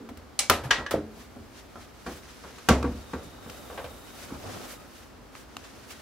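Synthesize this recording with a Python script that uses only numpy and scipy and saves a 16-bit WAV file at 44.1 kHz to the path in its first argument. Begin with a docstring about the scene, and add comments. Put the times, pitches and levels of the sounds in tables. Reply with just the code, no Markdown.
"""Opening a washing machine

In a small laundry room with hard walls, a washing machine door is opened close to the microphone.
The handle spring ticks, the latch hook snaps back, the door bumps and its glass leaves the rubber seal.
A hand knocks about in the steel drum. Every blow makes the struck part ring and the room echo.
Then a sheet is drawn out: it swishes against itself, rubs over the rim and flaps."""
import sys
import numpy as np
from scipy import signal
from scipy.fft import rfft, irfft, next_fast_len
from scipy.io import wavfile

SR = 44100
rng = np.random.default_rng(int(sys.argv[2]) if len(sys.argv) > 2 else 0)


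def generate_wav(sig):
    """Save sig (samples, or channels by samples) to the path in sys.argv[1] as 16-bit PCM at SR."""
    pcm = np.round(np.clip(np.atleast_2d(sig).T, -1, 1) * 32767).astype(np.int16)
    wavfile.write(sys.argv[1], SR, pcm)


N = 265305
TIME = np.arange(N) / SR

# The notes of the steel drum. Each row: pitch in Hz, level in dB, ring time in seconds.
DRUM_NOTES = [(70.4, 17.5, 0.49), (81.4, 6, 0.57), (224, 3, 0.14), (247.6, 3, 0.34), (278.6, 4.5, 0.26),
              (370.5, -3, 0.26), (484.5, 6.5, 0.27), (549, -9, 0.26), (688, -4, 0.42), (934, -4, 0.078),
              (1137, 2, 0.12), (1266, -7.5, 0.22), (1382, -8, 0.14), (1579, 0, 0.12), (2420, -4, 0.08)]


def latch_hook():
    """The latch lets go and its hook snaps back in a quick run of ringing clicks."""
    # Each row: start and contact time in seconds, then echo, strength, thump and brightness in dB.
    snaps = [(0.7063, 0.0045, -2.5, -32, -5, -1), (0.7094, 0.0019, -2, -23.5, 2.5, 0.5),
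             (0.7123, 0.0016, -2, -24, 3.5, 0), (0.863, 0.0055, -5, -37.5, -21, -7)]
    # Each row: pitch in Hz, level in dB, ring time in seconds.
    notes = [(1146, 1.5, 0.11), (1430, -6, 0.092), (1620, 2, 0.22), (1668, 5, 0.07), (1714, 6, 0.21),
             (1920, -7.5, 0.53), (1880, -3, 0.18), (2990, -4, 0.059), (3456, -17, 0.21), (3670, -13, 0.24),
             (4550, -16, 0.11), (5810, -6, .11)]
    # Each row: frequency in Hz, level in dB.
    tone = [(72, -32), (210, -31), (550, -14), (1340, 0), (3200, -4.5), (7100, -13.5), (12600, -29)]
    return blows(snaps, notes, tone, gain_db=2.0, ring_db=3, rise_s=0.0012, grit=0.17)


def handle_spring():
    """The spring in the handle ticks once and rings brightly."""
    # Each row: start and contact time in seconds, then echo, strength, thump and brightness in dB.
    ticks = [(0.3905, 0.0056, -2, -27, -1, 0.5)]
    # Each row: pitch in Hz, level in dB, ring time in seconds.
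    notes = [(805, 1, 0.14), (2030, -7, 0.19), (2280, -4, 0.33), (2780, -8, 0.17), (3730, -24, .35),
             (4075, -12, 0.19), (5400, -23, .14), (6170, -28, .18), (7360, -23, 0.2), (7900, -11, 0.15),
             (8500, -8, 0.12), (8950, -9, 0.13), (9450, -8, 0.12)]
    # Each row: frequency in Hz, level in dB.
    tone = [(72, -30), (210, -45), (550, -14.5), (1340, -11), (3200, -4), (7100, 0), (12600, -12)]
    return blows(ticks, notes, tone, gain_db=0.5, ring_db=6, rise_s=0.00038, grit=0.22)


def door():
    """The door bumps and rings with low notes."""
    # Each row: start and contact time in seconds, then echo, strength, thump and brightness in dB.
    bumps = [(0.089, 0.012, -16, -51, 12, -8), (0.172, 0.0063, -4, -56, 13, -1),
             (0.4977, 0.0038, -4, -19.5, -3, -0.5), (0.634, 0.017, 29, -42.5, 7, -7.5),
             (0.783, 0.018, 2, -37.5, 4.5, -21), (0.9092, 0.012, -2, -33.5, -2, -3.5),
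             (1.17, 0.02, 2, -60, 18, -10), (1.361, 0.0096, -3, -57.5, 22.5, -31),
             (1.757, 0.003, -6, -46.5, 4, -35)]
    # Each row: pitch in Hz, level in dB, ring time in seconds.
    notes = [(84.4, 12.5, 0.43), (219, 13, 0.43), (246, 15, 0.24), (301.6, 7.5, 0.5), (375.3, 7, 0.29),
             (409.4, 5, 0.21), (565, 3.5, 0.25), (686, 2.5, 0.19), (758, 1, 0.18), (1024, 2, 0.12),
             (1235, 0.5, 0.18), (1304, 1, 0.29), (1362, 5, 0.051), (1574, -6.5, 0.35)]
    # Each row: frequency in Hz, level in dB.
    tone = [(72, -13.5), (210, -10.5), (550, -3), (1340, -0.5), (3200, -4.5), (7100, -7.5), (12600, -9)]
    return blows(bumps, notes, tone, gain_db=0.5, ring_db=-2, rise_s=0.00041, grit=0.36)


def rubber_seal():
    """The rubber groans as it unsticks, then the glass bowl of the door leaves it with a thud."""
    # Each row: start and contact time in seconds, then echo, strength, thump and brightness in dB.
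    thuds = [(0.939, 0.01, -7, -24, 0.5, 6), (0.976, 0.011, -2, -44.5, 11.5, 1)]
    # Each row: pitch in Hz, level in dB, ring time in seconds.
    notes = [(86, 12, 0.52), (217.7, -1, 0.62), (304.7, 0.5, 0.34), (409, -8, 0.83), (487, 4, 0.058),
             (531, 3.5, 0.14), (662, 2, 0.13)]
    # Each row: frequency in Hz, level in dB.
    tone = [(72, -19.5), (210, -8.5), (550, -1), (1340, -17), (3200, -36), (7100, -43), (12600, -47)]
    groan = resonance(hz=129, width_hz=24, db=-37.5) * swell(peak_s=0.675, rise_s=0.046)
    return groan + blows(thuds, notes, tone, gain_db=1.5, ring_db=3.5, rise_s=0.0025, grit=0.3)


def hand_in_drum():
    """A hand knocks against the steel drum and sets it ringing."""
    # Each row: start and contact time in seconds, then echo, strength, thump and brightness in dB.
    knocks = [(2.063, 0.012, 2, -40.5, 3, -4), (2.436, 0.012, 7, -48, -1.5, -21),
              (2.582, 0.0098, -3, -51.5, -12, 4), (2.6869, 0.0053, -1.5, -20, -0.5, 1),
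              (2.706, 0.0065, -6, -31.5, 12, -14), (2.738, 0.0083, -12, -47, 13, -4),
              (2.827, 0.0036, -7, -38, -4, -5), (2.842, 0.017, -2, -36, 8.5, -22),
              (3.134, 0.0096, -1, -38, 3.5, -13), (3.23, 0.016, 7, -67, 20, 23),
              (3.46, 0.011, -7, -54.5, 9, -13), (4.301, 0.0078, 2, -51, 3, -13),
              (4.32, 0.018, -4, -57.5, 18, -7)]
    # Each row: frequency in Hz, level in dB.
    tone = [(72, -9), (210, -1.5), (550, -1.5), (1340, -0.5), (3200, -8), (7100, -12.5), (12600, -21.5)]
    return blows(knocks, DRUM_NOTES, tone, gain_db=1, ring_db=2.5, rise_s=0.0011, grit=0.33)


def sliding_cloth():
    """Sleeve and sheet swish as they slide, and their fine fibres add a high sizzle."""
    # Steady sliding. Each row: time in seconds, swish in dB, sizzle in dB.
    slide = [(1.1, -71, -71), (1.9, -64, -71), (2.3, -56, -67), (2.65, -55, -68), (3.05, -58, -63.5),
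             (3.4, -61, -66), (3.52, -55.5, -57), (4.05, -58, -58.5), (4.35, -53.5, -61),
             (4.65, -49.5, -56), (4.82, -60, -64.5), (5.2, -72.5, -80), (6.0, -55.5, -64)]
    # Quick strokes of cloth on cloth. Each row: peak and rise time in seconds, swish and sizzle in dB.
    strokes = [(1.215, 0.05, -56.5, -63), (1.58, 0.035, -55, -70), (1.82, 0.031, -54.5, -70),
               (2.145, 0.055, -52, -57), (4.225, 0.046, -48.5, -54), (4.51, 0.039, -52.5, -64),
               (4.72, 0.034, -50.5, -50.5), (4.99, 0.074, -58, -62.5), (5.395, 0.042, -55.5, -60),
               (5.67, 0.077, -57, -71), (5.917, 0.022, -49, -54)]
    # Each row of both tones: frequency in Hz, level in dB.
    swish_tone = [(600, -17), (1400, 0), (2500, -2.5), (4200, -4.5), (6200, -5.5), (8000, -12.5),
                  (11000, -13.5), (15500, -29)]
    sizzle_tone = [(4000, -29), (7500, 3), (9000, 1), (12000, 2), (15500, -0.5)]
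    swish = friction(swish_tone, flutter_db=1.7, flutter_rate=55, grain=0.25)
    swish *= np.hypot(fader(slide, column=1), swells(strokes, column=2))
    sizzle = friction(sizzle_tone, flutter_db=1.0, flutter_rate=130, grain=0.45)
    sizzle *= np.hypot(fader(slide, column=2), swells(strokes, column=3))
    return gain(1.5) * swish + sizzle


def dragging_sheet():
    """The sheet rubs on the drum and rim, while its loose folds flap and push the air."""
    # Steady dragging. Each row: time in seconds, level in dB.
    drag_levels = [(3.0, -55.5), (3.35, -54.5), (3.75, -50.5), (4.05, -56.5), (4.28, -52), (4.55, -47.5),
                   (4.78, -53.5), (5.1, -71), (6.0, -60)]
    # Folds slip over the rim. Each row: peak and rise time in seconds, rubbing and flapping in dB.
    folds = [(4.355, 0.029, -46.5, -57), (4.485, 0.038, -42.5, -43.5), (4.565, 0.027, -49, -43.5),
             (4.635, 0.034, -43.5, -50), (5.77, 0.025, -59, -51.5)]
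    # Each row of both tones: frequency in Hz, level in dB.
    rub_tone = [(200, 0.5), (350, 0), (450, 3), (720, 5), (1000, -1.5), (1330, 1), (1800, -16), (3500, -28),
                (8000, -56)]
    flap_tone = [(35, -22), (65, -16), (95, 4), (165, -12.5), (240, -1), (330, -6.5), (600, -12),
                 (2000, -80)]
    drag = fader(drag_levels, column=1)
    rub = friction(rub_tone, flutter_db=2.5, flutter_rate=70, grain=0.61)
    rub *= np.hypot(drag, swells(folds, column=2))
    flap = friction(flap_tone, flutter_db=0.0, flutter_rate=25, grain=0.18)
    flap *= np.hypot(gain(-1.5) * drag, swells(folds, column=3))
    return rub + gain(-1) * flap


def hem_on_drum():
    """The hem of the sheet taps the drum, which rings softly."""
    # Each row: start and contact time in seconds, then echo, strength, thump and brightness in dB.
    taps = [(3.7, 0.011, -4, -42, 4, -15), (3.775, 0.016, 0, -36.5, -1.5, 0),
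            (3.842, 0.014, -6, -43.5, 8, 10), (3.86, 0.0082, -9, -47, 5, -6)]
    # Each row: frequency in Hz, level in dB.
    tone = [(72, -15), (210, -19), (550, -1), (1340, -6), (3200, -11), (7100, -30), (12600, -31)]
    return blows(taps, DRUM_NOTES, tone, gain_db=0.5, ring_db=-2, rise_s=0.00085, grit=0.57)


def hem_on_plastic():
    """The hem flicks the plastic front, which hardly rings."""
    # Each row: start and contact time in seconds, then echo, strength, thump and brightness in dB.
    flicks = [(3.497, 0.0046, -4, -54, 8, 3.5), (5.352, 0.0012, -7, -53, -4, -13),
              (5.5672, 0.0014, -11, -47, 3, -1.5), (5.64, 0.016, -3, -55, -2, -3),
              (5.905, 0.013, -4, -53.5, -6, 4)]
    # Each row: pitch in Hz, level in dB, ring time in seconds.
    notes = [(810, -6, 0.049), (1830, -8, 0.022), (2770, 2, 0.019)]
    # Each row: frequency in Hz, level in dB.
    tone = [(72, -24), (210, -14), (550, -6), (1340, 0), (3200, 0), (7100, -5.5), (12600, -13)]
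    return blows(flicks, notes, tone, gain_db=0.5, ring_db=-1, rise_s=0.0013, grit=0.15)


def fingers():
    """Fingers rub the plastic handle twice and bring out its hollow tone."""
    hollow = resonance(hz=254, width_hz=63, db=-41.5) + resonance(hz=432, width_hz=180, db=-50.5)
    return hollow * np.hypot(swell(peak_s=0.025, rise_s=0.048, db=2), swell(0.12, 0.02, db=-2))


def singing_steel():
    """The drum sings faintly under the sliding cloth, and the rim rings as the sheet leaves it."""
    # Each row: pitch in Hz, width in Hz, level in dB.
    notes = [(1305, 170, -68.5), (2974, 150, -71.5), (3726, 260, -65)]
    # How firmly the cloth touches the drum. Each row: time in seconds, level in dB.
    contact = [(2.9, -2), (3.2, 0.5), (3.6, 1.5), (4.05, 2), (4.5, -12), (4.8, -5), (5.0, -23), (5.2, -60)]
    drum = sum(resonance(*note) for note in notes) * fader(contact, column=1)
    rim = resonance(hz=1236, width_hz=18, db=-58) * swell(peak_s=4.77, rise_s=0.09)
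    return drum + rim


def room_echo(t, build_s=0.0055):
    """Many reflections off near walls blur together; the treble comes back weaker and dies first."""
    # Each row: frequency in Hz, seconds the echo takes to fall by 60 dB.
    fade_times = [(60, 0.99), (160, 0.3), (420, 0.46), (1100, 0.28), (2900, 0.25), (7700, 0.25),
                  (15000, 0.19)]
    # What the walls send back. Each row: frequency in Hz, level in dB.
    wall_tone = [(500, 1), (4000, -2), (9000, -5.5), (12000, -3.5), (16000, -19.5)]
    hz = np.arange(len(t) // 2 + 1) * SR / len(t)
    spectrum = rfft(rng.standard_normal((2, len(t)))) * gain(value_at(hz, wall_tone))
    echo = 0
    for centre_hz, fade_s in fade_times:
        share = value_at(hz, [(f, f == centre_hz) for f, _ in fade_times])
        echo = echo + irfft(spectrum * share, len(t)) * np.exp(-np.log(1000) * t / fade_s)
    return normalise(echo * (1 - np.exp(-t / build_s)))


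def still_room():
    """Faint steady air noise, with a low drone from the room's resonances."""
    # Each row: frequency in Hz, level in dB.
    air_tone = [(25, -52), (40, 4), (55, 1.5), (85, -1), (165, -7.5), (250, -3), (400, -6.5), (660, -9.5),
                (1050, -12), (1320, -12.5), (2600, -21.5), (5000, -25), (9000, -34), (15500, -36.5)]
    # Each row: pitch in Hz, width in Hz, level in dB.
    drone = [(64, 18, -66.5), (251.8, 45, -62.5)]
    air = gain(-51) * normalise(colour(rng.standard_normal((2, N)), air_tone))
    return air + sum(resonance(*note) for note in drone)


def blows(rows, notes, tone, gain_db, ring_db, rise_s, grit, room_db=-3):
    """Each blow is a brief chatter of contacts, the ring of the struck part and the room's echo."""
    t = np.arange(2 ** 15) / SR
    track = np.zeros((2, N + len(t)))
    for start_s, contact_s, echo_db, strength_db, thump_db, bright_db in rows:
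        chatter = rng.standard_normal((2, len(t))) * np.exp(grit * rng.standard_normal(len(t)))
        contact = normalise(chatter * (1 - np.exp(-t / rise_s)) * np.exp(-t / contact_s))
        blow = contact + gain(echo_db + room_db) * room_echo(t) + gain(ring_db) * ring(t, notes)
        i = int(start_s * SR)
        track[:, i:i + len(t)] += shape_blow(blow, tone, strength_db, thump_db, bright_db)
    return gain(gain_db) * track[:, :N]


def ring(t, notes):
    """A struck part rings with its own notes; each falls by 60 dB in its ring time."""
    hz, db, ring_s = np.transpose(notes)[:, :, None]
    waves = np.sin(2 * np.pi * hz * t) * np.exp(-np.log(1000) * t / ring_s)
    # A note's level counts from the chatter in the third of an octave around it.
    chatter_share = hz * (2 ** (1 / 3) - 1) / (SR / 2)
    waves = waves * gain(db) * np.sqrt(chatter_share / np.mean(waves ** 2, axis=1, keepdims=True))
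    return rng.choice([-1., 1.], (2, len(notes))) @ waves


def shape_blow(blow, tone, strength_db, thump_db, bright_db):
    """Give a blow the tone of the struck part: heavy ones thump, hard ones are bright, padded ones dull."""
    # The borders between frequency bands, in Hz.
    edges = [40, 130, 350, 850, 2100, 5000, 10000, 16000]
    # For each band, how many seconds at the start of the blow set its level.
    attack_s = [.08, .04, .03, .03, .03, .03, .03]
    bands = list(zip(edges, edges[1:]))
    centres = np.sqrt(np.prod(bands, axis=1))
    thump = value_at(centres, [(200, thump_db), (1130, 0)])
    bright = value_at(centres, [(1280, 0), (11000, bright_db)])
    wanted_db = strength_db + value_at(centres, tone) + thump + bright
    for _ in range(2):  # twice, because the bands overlap
        attacks = [band(blow[:, :int(span * SR)], lo, hi) for (lo, hi), span in zip(bands, attack_s)]
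        now_db = [10 * np.log10(np.mean(attack ** 2)) for attack in attacks]
        blow = colour(blow, np.column_stack([centres, wanted_db - now_db]))
    return blow


def friction(tone, flutter_db, flutter_rate, grain):
    """Countless fibres catch and slip, in small surges as the folds pass."""
    fibres = rng.standard_normal((2, N)) * np.exp(grain * rng.standard_normal(N))
    steps = rng.standard_normal(N // 50)
    surges = np.interp(TIME * flutter_rate, np.arange(len(steps)), steps)
    return normalise(colour(fibres * gain(flutter_db * surges), tone))


def resonance(hz, width_hz, db):
    """A rough note made from a narrow band of noise."""
    return gain(db) * normalise(band(rng.standard_normal((2, N)), hz - width_hz / 2, hz + width_hz / 2))


def swell(peak_s, rise_s, db=0, fall_share=0.74):
    """The loudness of one stroke: it grows smoothly, peaks and dies away a little faster."""
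    late = (TIME - peak_s) / rise_s
    return gain(db) * np.exp(-np.where(late < 0, late, late / fall_share) ** 2 / 2)


def swells(rows, column):
    """The loudness of several strokes together, with their dB levels in the given column."""
    return np.sqrt(sum(swell(row[0], row[1], row[column]) ** 2 for row in rows))


def fader(rows, column, fade_s=0.093):
    """Follow a column of dB levels over time, fading in before the first row."""
    rows = np.array(rows)
    fade_in = np.clip(1 + (TIME - rows[0, 0]) / fade_s, 0, 1)
    return gain(np.interp(TIME, rows[:, 0], rows[:, column])) * fade_in


def gain(db):
    """Turn decibels into a multiplier."""
    return 10 ** (np.asarray(db) / 20)


def normalise(x):
    """Scale to an average power of 1."""
    return x / np.sqrt(np.mean(x ** 2))


def value_at(hz, points):
    """Read between (Hz, value) points, with octaves evenly spaced."""
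    f, value = np.transpose(points)
    return np.interp(np.log(np.maximum(hz, 1)), np.log(f), value)


def colour(x, tone):
    """Turn frequencies up or down along a curve of (Hz, dB) points."""
    n = 2 * next_fast_len(x.shape[-1])
    hz = np.arange(n // 2 + 1) * SR / n
    cepstrum = irfft(np.log(gain(value_at(hz, tone))), n)
    # Folding onto the first half keeps the filter from sounding ahead of its input.
    cepstrum[1:n // 2] *= 2
    cepstrum[n // 2 + 1:] = 0
    return irfft(rfft(x, n) * np.exp(rfft(cepstrum)), n)[..., :x.shape[-1]]


def band(x, lo, hi):
    """Keep the frequencies between lo and hi, in Hz."""
    return signal.sosfilt(signal.butter(3, [lo, hi], "bandpass", fs=SR, output="sos"), x)


def stereo(pair, width):
    """Mix two signals to left and right: alike in the bass, wide in the treble."""
    side = colour(pair[1], width)
    return np.array([pair[0] + side, pair[0] - side])


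def scene():
    """Handle, latch, seal and door, then the drum and the sheet, over the quiet room."""
    # Stereo spread. Each row of both: frequency in Hz, level of the sides against the middle in dB.
    machine_width = [(60, -33), (200, -31), (500, -15.5), (1200, -12.5), (2400, -7), (4400, -3.5),
                     (8000, -0.5), (15000, -3)]
    cloth_and_air_width = [(60, -9.5), (200, -3), (1200, -4.5), (4000, -3.5), (8000, -0.5), (15000, 0.5)]
    opening = fingers() + handle_spring() + latch_hook() + door() + rubber_seal()
    machine = opening + hand_in_drum() + hem_on_drum()
    cloth = hem_on_plastic() + sliding_cloth() + dragging_sheet() + singing_steel()
    return stereo(machine, machine_width) + stereo(cloth + still_room(), cloth_and_air_width)


def record(dry, low_cut_hz=43, top_hz=15600):
    """The small microphone loses the deepest bass, rounds the loudest peaks and cuts the top."""
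    thin = signal.sosfilt(signal.butter(4, low_cut_hz, "highpass", fs=SR, output="sos"), dry)
    rounded = .9 * np.tanh(thin / .9)
    return signal.sosfilt(signal.ellip(8, .2, 80, top_hz, fs=SR, output="sos"), rounded)


dry = scene()
out = record(dry)
generate_wav(out)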